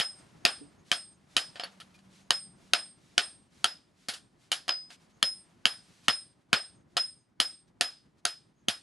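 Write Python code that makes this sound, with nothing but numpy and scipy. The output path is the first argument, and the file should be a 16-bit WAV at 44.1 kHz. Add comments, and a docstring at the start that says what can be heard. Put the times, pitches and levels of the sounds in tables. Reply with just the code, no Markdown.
"""A hand hammer strikes a hot steel blade on an anvil block under an open shed roof.
Each blow cracks in the damped blade, thuds in the ground and leaves the hammer head and anvil ringing;
the roof throws it back. Hammer, blade and tongs tap between blows, among soft swells of hiss.
Behind, a forge fire rumbles and hisses beside a low hum, perhaps a blower, and a faint high chirr.
A compressor ducks every blow."""
import sys
import numpy as np
from scipy import signal
from scipy.fft import rfft, irfft, next_fast_len
from scipy.io import wavfile
from scipy.ndimage import uniform_filter1d

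SR = 44100
rng = np.random.default_rng(int(sys.argv[2]) if len(sys.argv) > 2 else 0)


def pcm_store(signal):
    """Save signal as 16-bit PCM."""
    levels = np.round(np.clip(np.atleast_2d(signal), -1, 1) * 32767)
    wavfile.write(sys.argv[1], SR, levels.astype(np.int16).T)


N = 388961
LEAD = 4096   # samples of run-in: a blow lands right at the start
SIZE = next_fast_len(N + 2 * LEAD)
HZ = np.maximum(np.arange(SIZE // 2 + 1) * SR / SIZE, 1)


# Hammer blows. Each row: start in seconds, crack peak in dB, brightness in dB per octave,
# then thud, head ring, upper ring, off-centre ring and extra echo, all in dB.
BLOWS = [(-0.001, 3, -1, -15, -18.5, -8.5, 2, 0.5), (0.4513, 13.5, -1.5, -9, -18.5, -12.5, 2, 2),
         (0.9156, 8, 0.5, -12, -19, -11, 0.5, 0.5), (1.366, 8.5, 1, -9.5, -16, -22.5, -9.5, 2),
         (2.306, 11, 0.5, -12, -21, -4.5, 7.5, -2.5), (2.7345, 13, -1, -15.5, -15.5, -8.5, -1, -0.5),
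         (3.1791, 11.5, -0.5, -11, -15.5, -12, -5, 1), (3.6425, 9, 0.5, -12, -20.5, -22.5, -5.5, -1),
         (4.085, -10.5, 1.5, -18, -42.5, -4.5, 1.5, 1.5), (4.517, 1.5, 2, -30, -27.5, -33.5, -11, 1.5),
         (5.227, 11.5, 0.5, -7, -19, -8.5, 5.5, -4.5), (5.6548, 14.5, 0, -5.5, -15, -23, -5, -2),
         (6.0823, 11.5, -0.5, 0, -16.5, -12.5, 6, 1), (6.5296, 10.5, -2, -0.5, -11.5, -20, -1.5, 2.5),
         (6.968, 0, 0, -47.5, -14.5, -13, 3.5, 3), (7.4007, 9, 1, -9, -9.5, -14, -8, .5),
         (7.8099, 12, 0.5, -12, -12.5, -24.5, -7, 0), (8.252, 6.5, 1.5, -17.5, -19, -28, -9.5, -1.5),
         (8.684, 8, 1, -5, -30.5, -19, -2, -1)]
# Light taps of hammer, blade and tongs on the anvil. Each row: start in seconds, peak in dB,
# brightness in dB per octave, echo send in dB.
TAPS = [(1.557, -30.5, -5, 13.5), (1.597, -14.5, -4.5, 7.5), (1.635, -22, -6.5, 9.5), (1.801, -37, 1, 21),
        (1.942, -57.5, 4.5, 17), (1.99, -49.5, 1, 7), (4.136, -36.5, 3, 28), (4.68, -15.5, -2, 17.5),
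        (4.692, 0.5, -4, 2.5), (4.904, -38, -1, 16.5)]

def contact_rows():
    """Blows and taps in one cue list, laid out like TAPS; quieter blows get more echo send."""
    blows = [(s, peak_db, tilt_db, 11.5 - 0.46 * peak_db + extra_db)
             for s, peak_db, tilt_db, *_, extra_db in BLOWS]
    return np.array(blows + list(TAPS))


# Hot blade pinched on the anvil. Each row: pitch in Hz, level in dB, ring time (t60) in seconds.
BLADE_MODES = [(650, -15, 0.0028), (1363, -8.5, 0.02), (1502, -4, 0.0069), (1913, -12.5, 0.014),
               (2083, -14, 0.0098), (3037, 3.5, 0.0074), (3450, -4, 0.011), (4210, 8, 0.0018),
               (5298, 2.5, 0.0027), (6410, -4, 0.006), (7230, -6.5, 0.0047), (8400, -4, 0.0027),
               (9630, -6.5, 0.0075), (10827, -16, 0.024), (13300, -31, 0.0022)]

def blade_crack(peak_db, tilt_db, luck, contact_s=0.0025):
    """One hard click and a moment of uneven contact drive the blade modes, each at its own strength."""
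    t = np.arange(LEAD) / SR
    chatter = .1 * np.resize(luck, LEAD) * (t < contact_s)
    chatter[20:23] += [.3, .5, .3]   # the faces meet fully after half a millisecond
    crack = 0
    for k, (hz, db, t60) in enumerate(BLADE_MODES):
        mode_db = db + tilt_db * np.log2(hz / 3000) + 2 * luck[-1 - k]
        crack += (-1) ** k * from_db(mode_db) * ring(chatter, hz, t60)
    crack = butter(crack, 530, "high")   # the crack holds no deep bass
    return from_db(peak_db) * crack / np.abs(crack).max()


# Slaps off the roof and posts. Each row: delay in seconds, level in dB.
SLAPS = [(.0092, -15.5), (0.015, -19), (0.0244, -31.5)]

def cracks_and_echoes(smear_s=0.001):
    """Every contact cracks in the blade; rough surfaces throw it back dull and blurred."""
    rows = contact_rows()
    direct, echoes = np.zeros((2, SIZE))
    smear = np.exp(-np.arange(512) / (smear_s * SR))
    for (s, peak_db, tilt_db, echo_db), luck in zip(rows, rng.standard_normal((len(rows), 4, 512))):
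        crack = blade_crack(peak_db, tilt_db, luck[0])
        direct[sample(s):sample(s) + LEAD] += crack
        for (lag, db), blur in zip(SLAPS, luck[1:] * smear):
            slap = np.convolve(crack, blur / np.linalg.norm(blur))[:LEAD]
            echoes[sample(s + lag):sample(s + lag) + LEAD] += from_db(echo_db + db) * slap
    return direct, butter(echoes, 2800, "low")


# The hammer head's ping. Each row: pitch in Hz, level in dB, ring time in seconds,
# share of the blow's upper ring, share of its off-centre ring.
HEAD_MODES = [(5039, -19.5, 0.39, 0.17, .8), (5101, 2, 0.19, 0, 0.05), (5125, 2.5, 0.19, 0, 1.4),
              (8536, -2.5, 0.4, 1, 0.05), (9685, -12.5, 0.26, 0.24, 0.8), (14200, -29.5, .15, .1, -.3)]

def hammer_head(lift_share=0.87, wobble_db=2.5, damp_after_s=0.219, damp_db_per_s=116):
    """Muffled on the steel, the ring swells as the head lifts, wobbles as it turns, and is damped by the hand
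    soon after."""
    ring_db, upper_db, off_db = np.array(BLOWS)[:, 4:7].T
    luck = rng.standard_normal((len(BLOWS), len(HEAD_MODES)))
    ping = 0
    for k, (hz, db, t60, upper, off) in enumerate(HEAD_MODES):
        clicks = blow_clicks(ring_db + db + upper * upper_db + off * off_db + 3.5 * luck[:, k])
        muffled = ring(clicks, hz, t60 / (1 + 1 / lift_share))   # muffling clears in lift_share * t60
        ping += from_db(wobble_db * drift(15)) * (ring(clicks, hz, t60) - muffled)
    last_blow = np.maximum.accumulate(np.arange(SIZE) * (clicks != 0))
    since_s = (np.arange(SIZE) - last_blow) / SR
    return ping * from_db(-damp_db_per_s * np.maximum(since_s - damp_after_s, 0))


# The block on the ground. Each row: pitch in Hz, level in dB, ring time in seconds.
THUD_MODES = [(106, -16.5, 0.067), (222, -9, 0.033), (335, -4, 0.009)]

def ground_thud():
    """Each blow drives the anvil block into the ground."""
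    thud_db = np.array(BLOWS)[:, 3]
    thud = sum(ring(blow_clicks(thud_db + db), hz, t60) for hz, db, t60 in THUD_MODES)
    return butter(thud, 140, "high")   # the thud holds no deep bass


# The steel's tail. Each row: pitch in Hz, level in dB on top of peak and send, ring time in seconds.
ANVIL_MODES = [(565, -40, .05), (709, -36, .07), (1282, -40, .045), (1500, -41, .045), (1835, -40, .07),
               (3300, -40, .11), (4016, -48, .09), (4860, -47, .09), (6550, -52, .06), (10845, -42, .14),
               (11400, -46, .06), (13250, -48, .05)]

def anvil_ring():
    """The anvil and the blade's cooler end ring on; each contact strikes the modes differently."""
    s, peak_db, tilt_db, echo_db = contact_rows().T
    luck = rng.standard_normal((len(s), len(ANVIL_MODES)))
    tail = 0
    for k, (hz, db, t60) in enumerate(ANVIL_MODES):
        mode_db = peak_db + echo_db + db + tilt_db * np.log2(max(hz, 800) / 3000) + 3 * luck[:, k]
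        tail += ring(clicks_at(s, mode_db), hz, t60)
    return tail


# Small hits. Each row: start in seconds, pitch in Hz, level in dB, ring time in seconds.
CLINKS = [(0.612, 288, -43, 0.18), (0.616, 430, -50, 0.13), (1.596, 4470, -37, 0.081),
          (1.597, 5125, -33, .15), (1.637, 4470, -22, 0.05), (1.638, 10800, -32.5, 0.053),
          (1.947, 2430, -55.5, 0.098), (4.692, 5039, -16, 0.29), (4.692, 5101, -14, 0.15),
          (4.692, 8536, -45.5, 0.48), (4.691, 9685, -44.5, 0.24), (4.681, 10730, -37, 0.17)]

def clinks():
    """A dull knock nearby and clinks of tongs, blade and resting hammer, all dying sines."""
    return sum(ring(clicks_at(s, db), hz, t60) for s, hz, db, t60 in CLINKS)


# Reverb decay. Each row: frequency in Hz, ring time in seconds.
SHED_T60 = [(100, 0.27), (400, 0.12), (1500, 0.14), (4000, 0.076), (8000, 0.091), (14000, 0.13)]
# Reverb tone and width. Each row: frequency in Hz, gain in dB (for width, side against mid).
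SHED_EQ = [(150, -21), (350, -16.5), (700, -6.5), (1000, -12.5), (1500, -4), (2200, -8), (3200, -1),
           (4500, 1), (6500, -10.5), (10000, -10.5), (11600, -22), (12800, -40.5)]
SHED_WIDTH = [(60, -6.5), (600, -7), (2000, -5), (3600, -11), (6500, -18.5), (12000, -9.5)]

def shed_reverb(rise_s=0.002, yard_db=-32.5, yard_t60=0.37):
    """Scatter under the roof builds fast and dies band by band; returns mid and side spectra."""
    s, peak_db, tilt_db, echo_db = contact_rows().T
    edges_hz = 255 * 2 ** np.arange(0, 6.1, .5)
    white = rng.standard_normal((2, 2, SIZE))
    rise, yard_fall = np.exp(-1 / (rise_s * SR)), from_db(-60 / (yard_t60 * SR))
    scatter = 0
    for k, (low, high) in enumerate(zip(edges_hz, edges_hz[1:])):
        hz = np.sqrt(low * high)
        send_db = peak_db + echo_db - 19 + tilt_db * np.log2(max(hz, 800) / 3000)
        clicks = clicks_at(s, send_db) + 1e-18
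        fall = from_db(-60 / (at_hz(SHED_T60, hz) * SR))
        bloom = signal.lfilter([0, fall - rise], np.convolve([1, -fall], [1, -rise]), clicks)
        yard = from_db(yard_db) * signal.lfilter([1], [1, -yard_fall], clicks)   # faint, longer answer
        scatter += (bloom + yard) * butter(white[k % 2], [low, high], "band", order=1)
    tone_db = at_hz(SHED_EQ, HZ)
    return rfft(scatter) * from_db([tone_db, tone_db + at_hz(SHED_WIDTH, HZ)])


# Swell cues. Each row: centre in seconds, length in seconds, level in dB.
HISS_SWELLS = [(.2, 0.053, -65), (.89, 0.095, -63), (1.33, 0.095, -64.5), (1.96, 0.032, -64.5),
               (2.17, 0.17, -63), (2.66, 0.22, -67), (3.09, 0.29, -68), (3.6, 0.22, -64.5),
               (4.03, 0.16, -67.5), (4.44, 0.13, -67.5), (4.93, 0.077, -55), (5.03, 0.092, -70),
               (5.11, 0.038, -70.5), (5.94, 0.36, -65), (6.055, .05, -63.5), (6.93, 0.092, -75.5),
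               (7.685, 0.033, -73.5), (8.19, 0.043, -74)]
# Swell tone. Each row: frequency in Hz, gain in dB.
SWELL_EQ = [(300, -25.5), (1500, -7.5), (4000, -5), (9500, -10.5), (11500, -15.5), (15500, -46)]

def hiss_swells():
    """Soft swells of hiss, many just before a blow."""
    return swells(HISS_SWELLS) * wide_noise(SWELL_EQ)


# Fader rides for the fire's two layers. Each row: time in seconds, level in dB.
RUMBLE_RIDE = [(0.0, -63), (0.61, -58.5), (1.37, -63.5), (1.84, -64), (3.63, -63.5), (3.81, -67.5),
               (4.76, -65.5), (6.14, -63.5), (6.31, -67), (7.07, -65), (7.25, -70.5), (7.71, -66),
               (8.01, -68.5), (8.82, -66.5)]
HISS_RIDE = [(0, -62.5), (1.1, -73.5), (1.6, -63), (2.3, -71), (3.5, -73), (4.2, -76.5), (5.0, -70),
             (5.8, -71), (6.4, -77), (7.4, -82.5), (8.0, -78.5), (8.82, -80.5)]
# Rumble and hiss tone. Each row: frequency in Hz, gain in dB.
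RUMBLE_EQ = [(15, -24.5), (25, 4), (65, 0), (165, 4), (340, -2.5), (480, -12), (900, -15), (2000, -23),
             (8000, -60.5)]
HISS_EQ = [(100, -31), (600, -0.5), (1100, -3), (5000, -9.5), (7800, -13.5), (9800, -13), (12100, -21),
           (15500, -46.5)]

def forge_fire():
    """The fire gives a lumpy rumble and a smoother hiss."""
    rumble = from_db(ride(RUMBLE_RIDE) + 2.3 * drift(13)) * wide_noise(RUMBLE_EQ)
    hiss = from_db(ride(HISS_RIDE) + 1.4 * drift(23)) * wide_noise(HISS_EQ)
    return rumble + hiss


# Fader ride for the hum. Each row: time in seconds, level in dB.
HUM_RIDE = [(0, -78), (1.4, -77), (1.7, -65), (2.3, -62), (2.8, -68), (3.2, -76), (3.5, -82), (8.82, -94)]

def low_hum(hz=188, width_hz=6):
    """A low wavering hum of narrow-band noise, perhaps a blower."""
    t60 = np.log(1000) / (np.pi * width_hz)
    return from_db(ride(HUM_RIDE)) * rms_one(ring(rng.standard_normal(SIZE), hz, t60))


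# Chirr cues. Each row: centre in seconds, length in seconds, level in dB.
CHIRRS = [(.42, 0.095, -82), (.8, 0.06, -75.5), (1.14, 0.077, -75.5), (2.24, .12, -77.5), (5.16, .1, -78.5),
          (6.78, .12, -80.5), (7.2, 0.11, -83), (8.6, 0.11, -82)]
# Chirr tone. Each row: frequency in Hz, gain in dB.
CHIRR_EQ = [(5600, -42.5), (6300, -2.5), (6550, -1), (6800, -5), (7600, -39)]

def chirrs():
    """Faint puffs of high, narrow noise, perhaps an insect."""
    return swells(CHIRRS) * wide_noise(CHIRR_EQ)


# Width of the noise layers. Each row: frequency in Hz, side against mid in dB.
NOISE_WIDTH = [(60, -7.5), (190, -10), (350, -5), (620, -1.5), (2000, -5), (6500, -13.5), (12000, -10)]

def wide_noise(eq):
    """Stereo noise of the given tone, at rms 1."""
    mid, side = rfft(rng.standard_normal((2, SIZE))) * from_db(at_hz(eq, HZ))
    side = side * from_db(at_hz(NOISE_WIDTH, HZ))
    return rms_one(irfft(np.array([mid + side, mid - side]), SIZE))


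def from_db(db):
    return 10 ** (np.asarray(db) / 20)


def rms_one(x):
    return x / np.sqrt(np.mean(x ** 2) + 1e-20)


def at_hz(points, hz):
    points_hz, values = np.transpose(points)
    return np.interp(np.log(hz), np.log(points_hz), values)


def ride(points):
    s, db = np.transpose(points)
    return np.interp((np.arange(SIZE) - LEAD) / SR, s, db)


def sample(s):
    return np.round(np.asarray(s) * SR).astype(int) + LEAD


def butter(x, hz, kind, order=2):
    return signal.sosfilt(signal.butter(order, hz, kind, fs=SR, output="sos"), x)


def clicks_at(s, db, polarity=1):
    clicks = np.zeros(SIZE)
    clicks[sample(s)] = from_db(db) * polarity
    return clicks


def blow_clicks(db):
    """One click for every blow, with random polarity."""
    return clicks_at(np.array(BLOWS)[:, 0], db, rng.choice([-1, 1], len(BLOWS)))


def ring(x, hz, t60):
    """A resonator: a unit click sets a sine of height 1 ringing."""
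    r, w = from_db(-60 / (t60 * SR)), 2 * np.pi * hz / SR
    return signal.lfilter([0, np.sin(w)], [1, -2 * r * np.cos(w), r * r], x + 1e-18)


def drift(rate_hz):
    """Slow random movement at rms 1."""
    r = np.exp(-80 * np.pi * rate_hz / SR)   # one step every 40 samples
    slow = signal.lfilter([1], [1, -2 * r, r * r], rng.standard_normal(SIZE // 40 + 2002))[2000:]
    return np.interp(np.arange(SIZE) / 40, np.arange(len(slow)), rms_one(slow))


def swells(cues):
    """Smooth humps of level."""
    t = (np.arange(SIZE) - LEAD) / SR
    return sum(from_db(db) * np.cos(np.pi * np.clip((t - s) / length, -.5, .5))
               for s, length, db in cues)


def compressor(x, threshold_db=-43.5, ratio=1.41, attack_s=0.0015, release_db_per_s=186.5):
    """Looks ahead, ducks by part of the excess over the threshold and recovers at a steady rate."""
    level_db = 20 * np.log10(np.abs(x).max(axis=0) + 1e-9)
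    duck_db = np.maximum(level_db - threshold_db, 0) * (1 - 1 / ratio)
    ramp = release_db_per_s * np.arange(x.shape[1]) / SR
    held_db = np.maximum.accumulate(duck_db + ramp) - ramp
    span = round(attack_s * SR)
    return x * from_db(-uniform_filter1d(np.roll(held_db, -span), size=span))


# Width of the close hits. Each row: frequency in Hz, side against mid in dB.
NEAR_WIDTH = [(60, -5.5), (350, 1), (1100, -5), (2000, -11), (3600, -17), (6500, -23), (12000, -11)]
# Phase turn from two close microphone ports. Each row: frequency in Hz, side phase in radians.
NEAR_PHASE = [(60, -1.8), (250, -1.95), (600, -1.75), (900, -1.52), (8000, -1.5)]

def scene():
    """Hits up front, the shed around them and the fire behind, all through the compressor."""
    cracks, echoes = cracks_and_echoes()
    near = rfft(cracks + ground_thud() + hammer_head() + anvil_ring() + clinks())
    mid, side = shed_reverb()
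    mid += near + rfft(echoes)
    side += near * from_db(at_hz(NEAR_WIDTH, HZ)) * np.exp(1j * at_hz(NEAR_PHASE, HZ))
    hammering = irfft(np.array([mid + side, mid - side]), SIZE)
    mix = hammering + low_hum() + forge_fire() + hiss_swells() + chirrs()
    return compressor(mix)[:, LEAD:LEAD + N]


def record(dry):
    """Deep bass and high treble roll off; a steep filter cuts the very top."""
    x = butter(dry, [70, 10900], "band")
    return signal.sosfilt(signal.cheby2(12, 70, 15800, fs=SR, output="sos"), x)


dry = scene()
out = record(dry)
pcm_store(out)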